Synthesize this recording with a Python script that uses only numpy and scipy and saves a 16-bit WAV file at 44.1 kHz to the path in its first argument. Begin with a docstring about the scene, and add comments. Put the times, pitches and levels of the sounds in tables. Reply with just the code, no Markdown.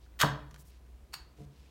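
"""A low wavering hum and faint air noise fill a small room while a glove rubs and two faint pops sound.
A gloved hand pulls the ring of a tin can: the score line tears as grainy noise that rings the lid, the can's
mouth pops as fading tones, and the can jolts a wooden bench, ringing its low modes. The bent lid ticks with
tiny noise bursts and the glove rubs. Later the ring snaps as filtered cracks with a thin ring, and the can is
nudged while the glove rubs again."""
import sys
import numpy as np
from scipy import signal
from scipy.fft import rfft, irfft, next_fast_len
from scipy.io import wavfile
from scipy.ndimage import uniform_filter1d

SR = 44100
rng = np.random.default_rng(int(sys.argv[2]) if len(sys.argv) > 2 else 0)


def generate_wav(signal):
    """Clip the signal to [-1, 1] and save it as 16-bit WAV at the path in sys.argv[1]."""
    frames = np.transpose(np.atleast_2d(signal))
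    scaled = np.clip(frames, -1, 1) * 32767
    pcm = np.round(scaled).astype(np.int16)
    wavfile.write(sys.argv[1], SR, pcm)


N = 74970  # length in samples


def amp(db):
    """Turn decibels into a plain multiplier."""
    return 10 ** (np.asarray(db) / 20)


def unit(x):
    """Scale a sound to an rms (average strength) of 1."""
    return x / np.sqrt(np.mean(x ** 2) + 1e-20)


def along(points, hz):
    """Read a value between (Hz, value) points, with pitch on a log axis."""
    point_hz, value = np.transpose(points)
    return np.interp(np.log(hz + 1), np.log(point_hz + 1), value)


def filtered(x, response):
    """Multiply the spectrum of x by a response, which may be complex."""
    size = next_fast_len(len(x) + SR // 2)
    spectrum = rfft(x, size) * response(np.fft.rfftfreq(size, 1 / SR))
    return irfft(spectrum, size)[:len(x)]


def noise(colour, size=N):
    """Random hiss shaped by a colour curve, with an rms of 1."""
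    return unit(filtered(rng.standard_normal(size), lambda hz: amp(along(colour, hz))))


def add(track, start_s, sound):
    """Mix a sound into the track from start_s seconds on."""
    part = track[max(round(start_s * SR), 0):][:len(sound)]
    part += sound[:len(part)]


def ringing(modes, rise_s, scatter_db, top_hz=1e5):
    """One blow sets off fading tones of slightly random level; those above top_hz are weakened."""
    t = np.arange(SR * 3 // 4) / SR
    luck = rng.standard_normal(len(modes))
    tones = 0
    for (hz, db, t60), z in zip(modes, luck):
        fade = amp(db + scatter_db * z - 60 * t / t60)
        tones = tones + fade * np.sin(2 * np.pi * hz * t) / (1 + (hz / top_hz) ** 2)
    return tones * (1 - np.exp(-t / rise_s))


def hum():
    """A low tone wanders in pitch and level, with low rumble around it."""
    # the hum over time: time_s [s], pitch_hz [Hz], level_db [dB, tone and rumble together]
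    hum_path = [(0.0, 57.5, -56), (0.022, 58.94, -53.5), (0.222, 58.6, -51), (0.292, 60.8, -47.5),
                (0.572, 61.75, -55.5), (0.77, 62.3, -55), (0.936, 61.84, -51), (1.002, 63.34, -59.5),
                (1.04, 62.8, -50.5), (1.088, 62.4, -68.5), (1.116, 61.3, -54), (1.164, 58.5, -69),
                (1.212, 60.06, -49.5), (1.24, 60.05, -59.5), (1.324, 61.4, -57.5), (1.34, 60.8, -67),
                (1.4, 60.6, -54), (1.444, 63.6, -76), (1.466, 63.8, -51), (1.534, 65.4, -71.5),
                (1.58, 65.7, -52), (1.7, 64.2, -59)]
    # rumble colour: pitch_hz [Hz], density_db [dB per Hz, relative]
    rumble_colour = [(25, -32), (40, -4.5), (55, -2), (75, -7), (95, -11.5), (130, -52)]
    rumble_db = -7  # compared with the tone
    time_s, pitch_hz, level_db = np.transpose(hum_path)
    t = np.arange(N) / SR
    cycles = np.cumsum(np.interp(t, time_s, pitch_hz)) / SR
    tone = np.sqrt(2) * np.sin(2 * np.pi * cycles)  # rms 1
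    return amp(np.interp(t, time_s, level_db)) * unit(tone + amp(rumble_db) * noise(rumble_colour))


def room_air():
    """The still room is a steady, very quiet coloured noise."""
    # room noise colour: pitch_hz [Hz], density_db [dB per Hz, relative]
    air_colour = [(53, -27.5), (90, 0), (165, -8), (337, -9.5), (603, -16.5), (687, -14.5), (891, -21.5),
                  (992, -17), (1150, -22), (15800, -38)]
    air_db = -64.5
    # the extra first point holds everything below 60 Hz at -40 dB
    return amp(air_db) * noise([(60, -40)] + list(air_colour))


def rubs():
    """Glove and sleeve rubbing: a band of noise, made grainy, swells and sinks softly."""
    # rubs: start_s [s], length_s [s], level_db [dB], centre_hz [Hz], width [octaves]
    rub_list = [(0.0, .07, -72.5, 3900, 0.51), (0.11, 0.06, -75.5, 2000, 0.69),
                (0.578, 0.053, -59.5, 9500, 1.16), (0.645, 0.068, -65.5, 8000, 1.2),
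                (0.68, 0.11, -71, 3000, 0.84), (1.36, .1, -69, 3000, 1.22), (1.5, 0.23, -71, 3290, 0.75),
                (1.62, 0.062, -75.5, 2500, .1)]
    out, size = np.zeros(N), SR // 2
    for start_s, length_s, level_db, centre_hz, octaves in rub_list:
        def band_shape(hz):
            return np.exp(-.5 * (np.log2(hz / centre_hz + 1e-6) / octaves) ** 2)

        band = filtered(rng.standard_normal(size), band_shape)
        grain = amp(2.4 * unit(uniform_filter1d(rng.standard_normal(size), size=100)))
        progress = np.clip(np.arange(size) / SR / length_s, 0, 1)
        swell = np.sin(np.pi * progress) ** 0.52
        add(out, start_s, amp(level_db) * unit(band * grain) * swell)
    return out


def pops():
    """Air in the can's mouth puffs as short fading tones that sag in pitch."""
    # air pops, mostly lower as the mouth opens:
    # start_s [s], level_db [dB], pitch_hz [Hz at the start], t60_s [s to fade by 60 dB]
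    pop_list = [(0.2178, -22.5, 1475, 0.034), (0.2221, -18.5, 1288, 0.046), (0.2304, -11, 1674, .014),
                (0.2353, -9, 1035, 0.01), (0.2432, -16.5, 759, 0.019), (0.248, -17, 1182, .012),
                (0.064, -55.5, 1510, 0.016), (0.168, -62, 1560, 0.026)]
    out, t = np.zeros(N), np.arange(SR // 10) / SR
    for start_s, level_db, pitch_hz, t60_s in pop_list:
        puff = np.sin(2 * np.pi * pitch_hz * (t - 8 * t * t))  # the squared term sags the pitch
        fade = amp(level_db - 60 * t / t60_s)
        rise = 1 - np.exp(-t / 0.00017)
        add(out, start_s, -fade * puff * rise)
    return out


def room(x):
    """The room answers with a noise tail in which each frequency dies at its own speed."""
    # how long the room rings: pitch_hz [Hz], t60_s [s to fade by 60 dB]
    room_fade = [(150, 0.54), (500, 0.53), (1500, 0.44), (4000, 0.39), (9000, 0.2), (15000, .2)]
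    delay_s = .006
    hz, t, z = signal.stft(rng.standard_normal(SR), SR, nperseg=256)
    fade = amp(-60 * t / along(room_fade, hz)[:, None])
    tail = signal.istft(z * fade, SR, nperseg=256)[1]
    late = np.pad(x, (round(delay_s * SR), 0))
    return signal.fftconvolve(late, tail / np.linalg.norm(tail))[:N]


def tear():
    """The score line rips as dense uneven noise, which also makes the lid ring."""
    # strength of the tear over time: time_s [s], level_db [dB]
    tear_path = [(0.191, -43.5), (0.196, -41.5), (0.201, -34), (0.209, -33.5), (0.2145, -21.5),
                 (0.218, -22), (0.218, -24), (0.226, -30), (0.229, -35.5), (.238, -42)]
    # tear colour: pitch_hz [Hz], density_db [dB per Hz, relative]
    tear_colour = [(290, -48.5), (500, -18), (1810, -1), (2280, -9.5), (3220, -3.5), (6090, -14),
                   (6540, -12), (10400, -19), (13300, -14.5), (15800, -23)]
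    # lid tones, damped by the glove: pitch_hz [Hz], level_db [dB, relative], t60_s [s to fade by 60 dB]
    lid_modes = [(3367, -5, .05), (3875, -5, 0.038), (4470, -6, 0.17), (6630, -7, 0.087), (9400, -7, .05)]
    grain_db, ring_db = 3, -13  # scatter of the rips; how much they ring the lid
    time_s, level_db = np.transpose(tear_path)
    level = amp(np.interp(np.arange(N) / SR, time_s, level_db, left=-150, right=-150))
    grains = amp(grain_db * unit(uniform_filter1d(rng.standard_normal(N), size=24)))
    rips = level * unit(grains * noise(tear_colour))
    lid = ringing(lid_modes, rise_s=.0003, scatter_db=1)
    return rips + amp(ring_db) * signal.fftconvolve(rips, lid / np.linalg.norm(lid))[:N]


def bench():
    """Every push rings the can and bench; soft, dull pushes ring mostly the low tones."""
    # can and bench-top tones: pitch_hz [Hz], level_db [dB, relative], t60_s [s to fade by 60 dB]
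    bench_modes = [(105.6, -17, 0.23), (144.64, 0.5, 0.26), (206.6, -5, 0.12), (264, -12.5, 0.11),
                   (296.5, -11, 0.22), (435.8, -3.5, 0.094), (567, -12.5, 0.091), (711, -12.5, 0.13),
                   (977, -15, 0.08)]
    # pushes of the can: start_s [s], level_db [dB, relative], rise_s [s], top_hz [Hz, weaker above]
    jolt_list = [(0.2334, -17, 0.0052, 4000), (0.515, -47.5, 0.013, 310), (0.584, -46, 0.021, 188),
                 (0.631, -50.5, 0.012, 208), (1.151, -53.5, .01, 306), (1.384, -46.5, 0.005, 1520),
                 (1.40, -42, 0.0037, 1500), (1.414, -41, 0.012, 400), (1.44, -57, 0.02, 312)]
    out = np.zeros(N)
    for start_s, level_db, rise_s, top_hz in jolt_list:
        add(out, start_s, amp(level_db) * ringing(bench_modes, rise_s, 3.0, top_hz))
    return out


def ticks():
    """The bent lid gives tiny bursts of coloured noise that die away fast."""
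    # lid ticks: start_s [s], level_db [dB, peak; 4.5 dB above the starting rms], t60_s [s to fade by 60 dB]
    tick_list = [(0.5105, -46.5, 0.026), (0.5431, -44, 0.027), (0.561, -45.5, 0.016),
                 (0.8646, -59.5, 0.0091), (1.377, -53.5, .008)]
    # tick colour: pitch_hz [Hz], density_db [dB per Hz, relative]
    tick_colour = [(880, -11), (1500, 2), (2360, -9.5), (6840, -10.5), (8410, -25.5), (9190, -18),
                   (15800, -26.5)]
    out, t = np.zeros(N), np.arange(SR // 20) / SR
    for start_s, level_db, t60_s in tick_list:
        fade = amp(level_db - 4.5 - 60 * t / t60_s)
        add(out, start_s, fade * noise(tick_colour, size=len(t)))
    return out


def snaps():
    """The ring hits the lid: noise cracks pass through resonances, and thin fading tones ring along."""
    # contacts of ring and lid: start_s [s], level_db [dB, relative]
    snap_list = [(1.125, -53.5), (1.132, -40), (1.1362, -31), (1.14, -25.5), (1.149, -39.5), (1.153, -43.5),
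                 (1.162, -50)]
    # tones of the ring: pitch_hz [Hz], level_db [dB, relative], t60_s [s to fade by 60 dB]
    ring_modes = [(4436, 3, 0.17), (4720, -13, 0.33), (6691, -3, 0.23), (7235, -23, 0.082)]
    # resonances that colour the crack: centre_hz [Hz], width_hz [Hz], level_db [dB, relative]
    snap_colour = [(1000, 500, -7), (2710, 420, -3.5), (3650, 170, -9.5), (4530, 180, 4), (7430, 1200, -13),
                   (9290, 600, -12), (11700, 580, -12.5), (14500, 3300, -19)]
    thin_ring_db = -25.5
    cracks, ring, t = np.zeros(N), np.zeros(N), np.arange(SR // 40) / SR
    for start_s, level_db in snap_list:
        fade = amp(level_db - 60 * t / 0.022)
        add(cracks, start_s, fade * rng.standard_normal(len(t)))
        tones = ringing(ring_modes, rise_s=0.00026, scatter_db=1)
        add(ring, start_s, amp(level_db + thin_ring_db) * tones)

    def resonances(f):
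        total = 0
        for k, (centre, width, db) in enumerate(snap_colour):
            peak = 1j * f * width / (centre * centre - f * f + 1j * f * width)
            total = total + (-1) ** k * amp(db) * peak  # neighbours have opposite signs
        return total

    return amp(7.0) * filtered(cracks, resonances) + ring


def scene():
    """Mix the can, its room echo, the rubbing, the air and the hum."""
    room_db = -8.5
    can = pops() + tear() + bench() + ticks() + snaps()
    still = hum() + room_air()
    return (can + amp(room_db) * room(can) + rubs() + still)[None]


def record(dry):
    """Keep only the frequencies below a sharp upper limit."""
    top_hz = 15850
    return filtered(dry[0], lambda hz: hz < top_hz)[None]


dry = scene()
out = record(dry)
generate_wav(out)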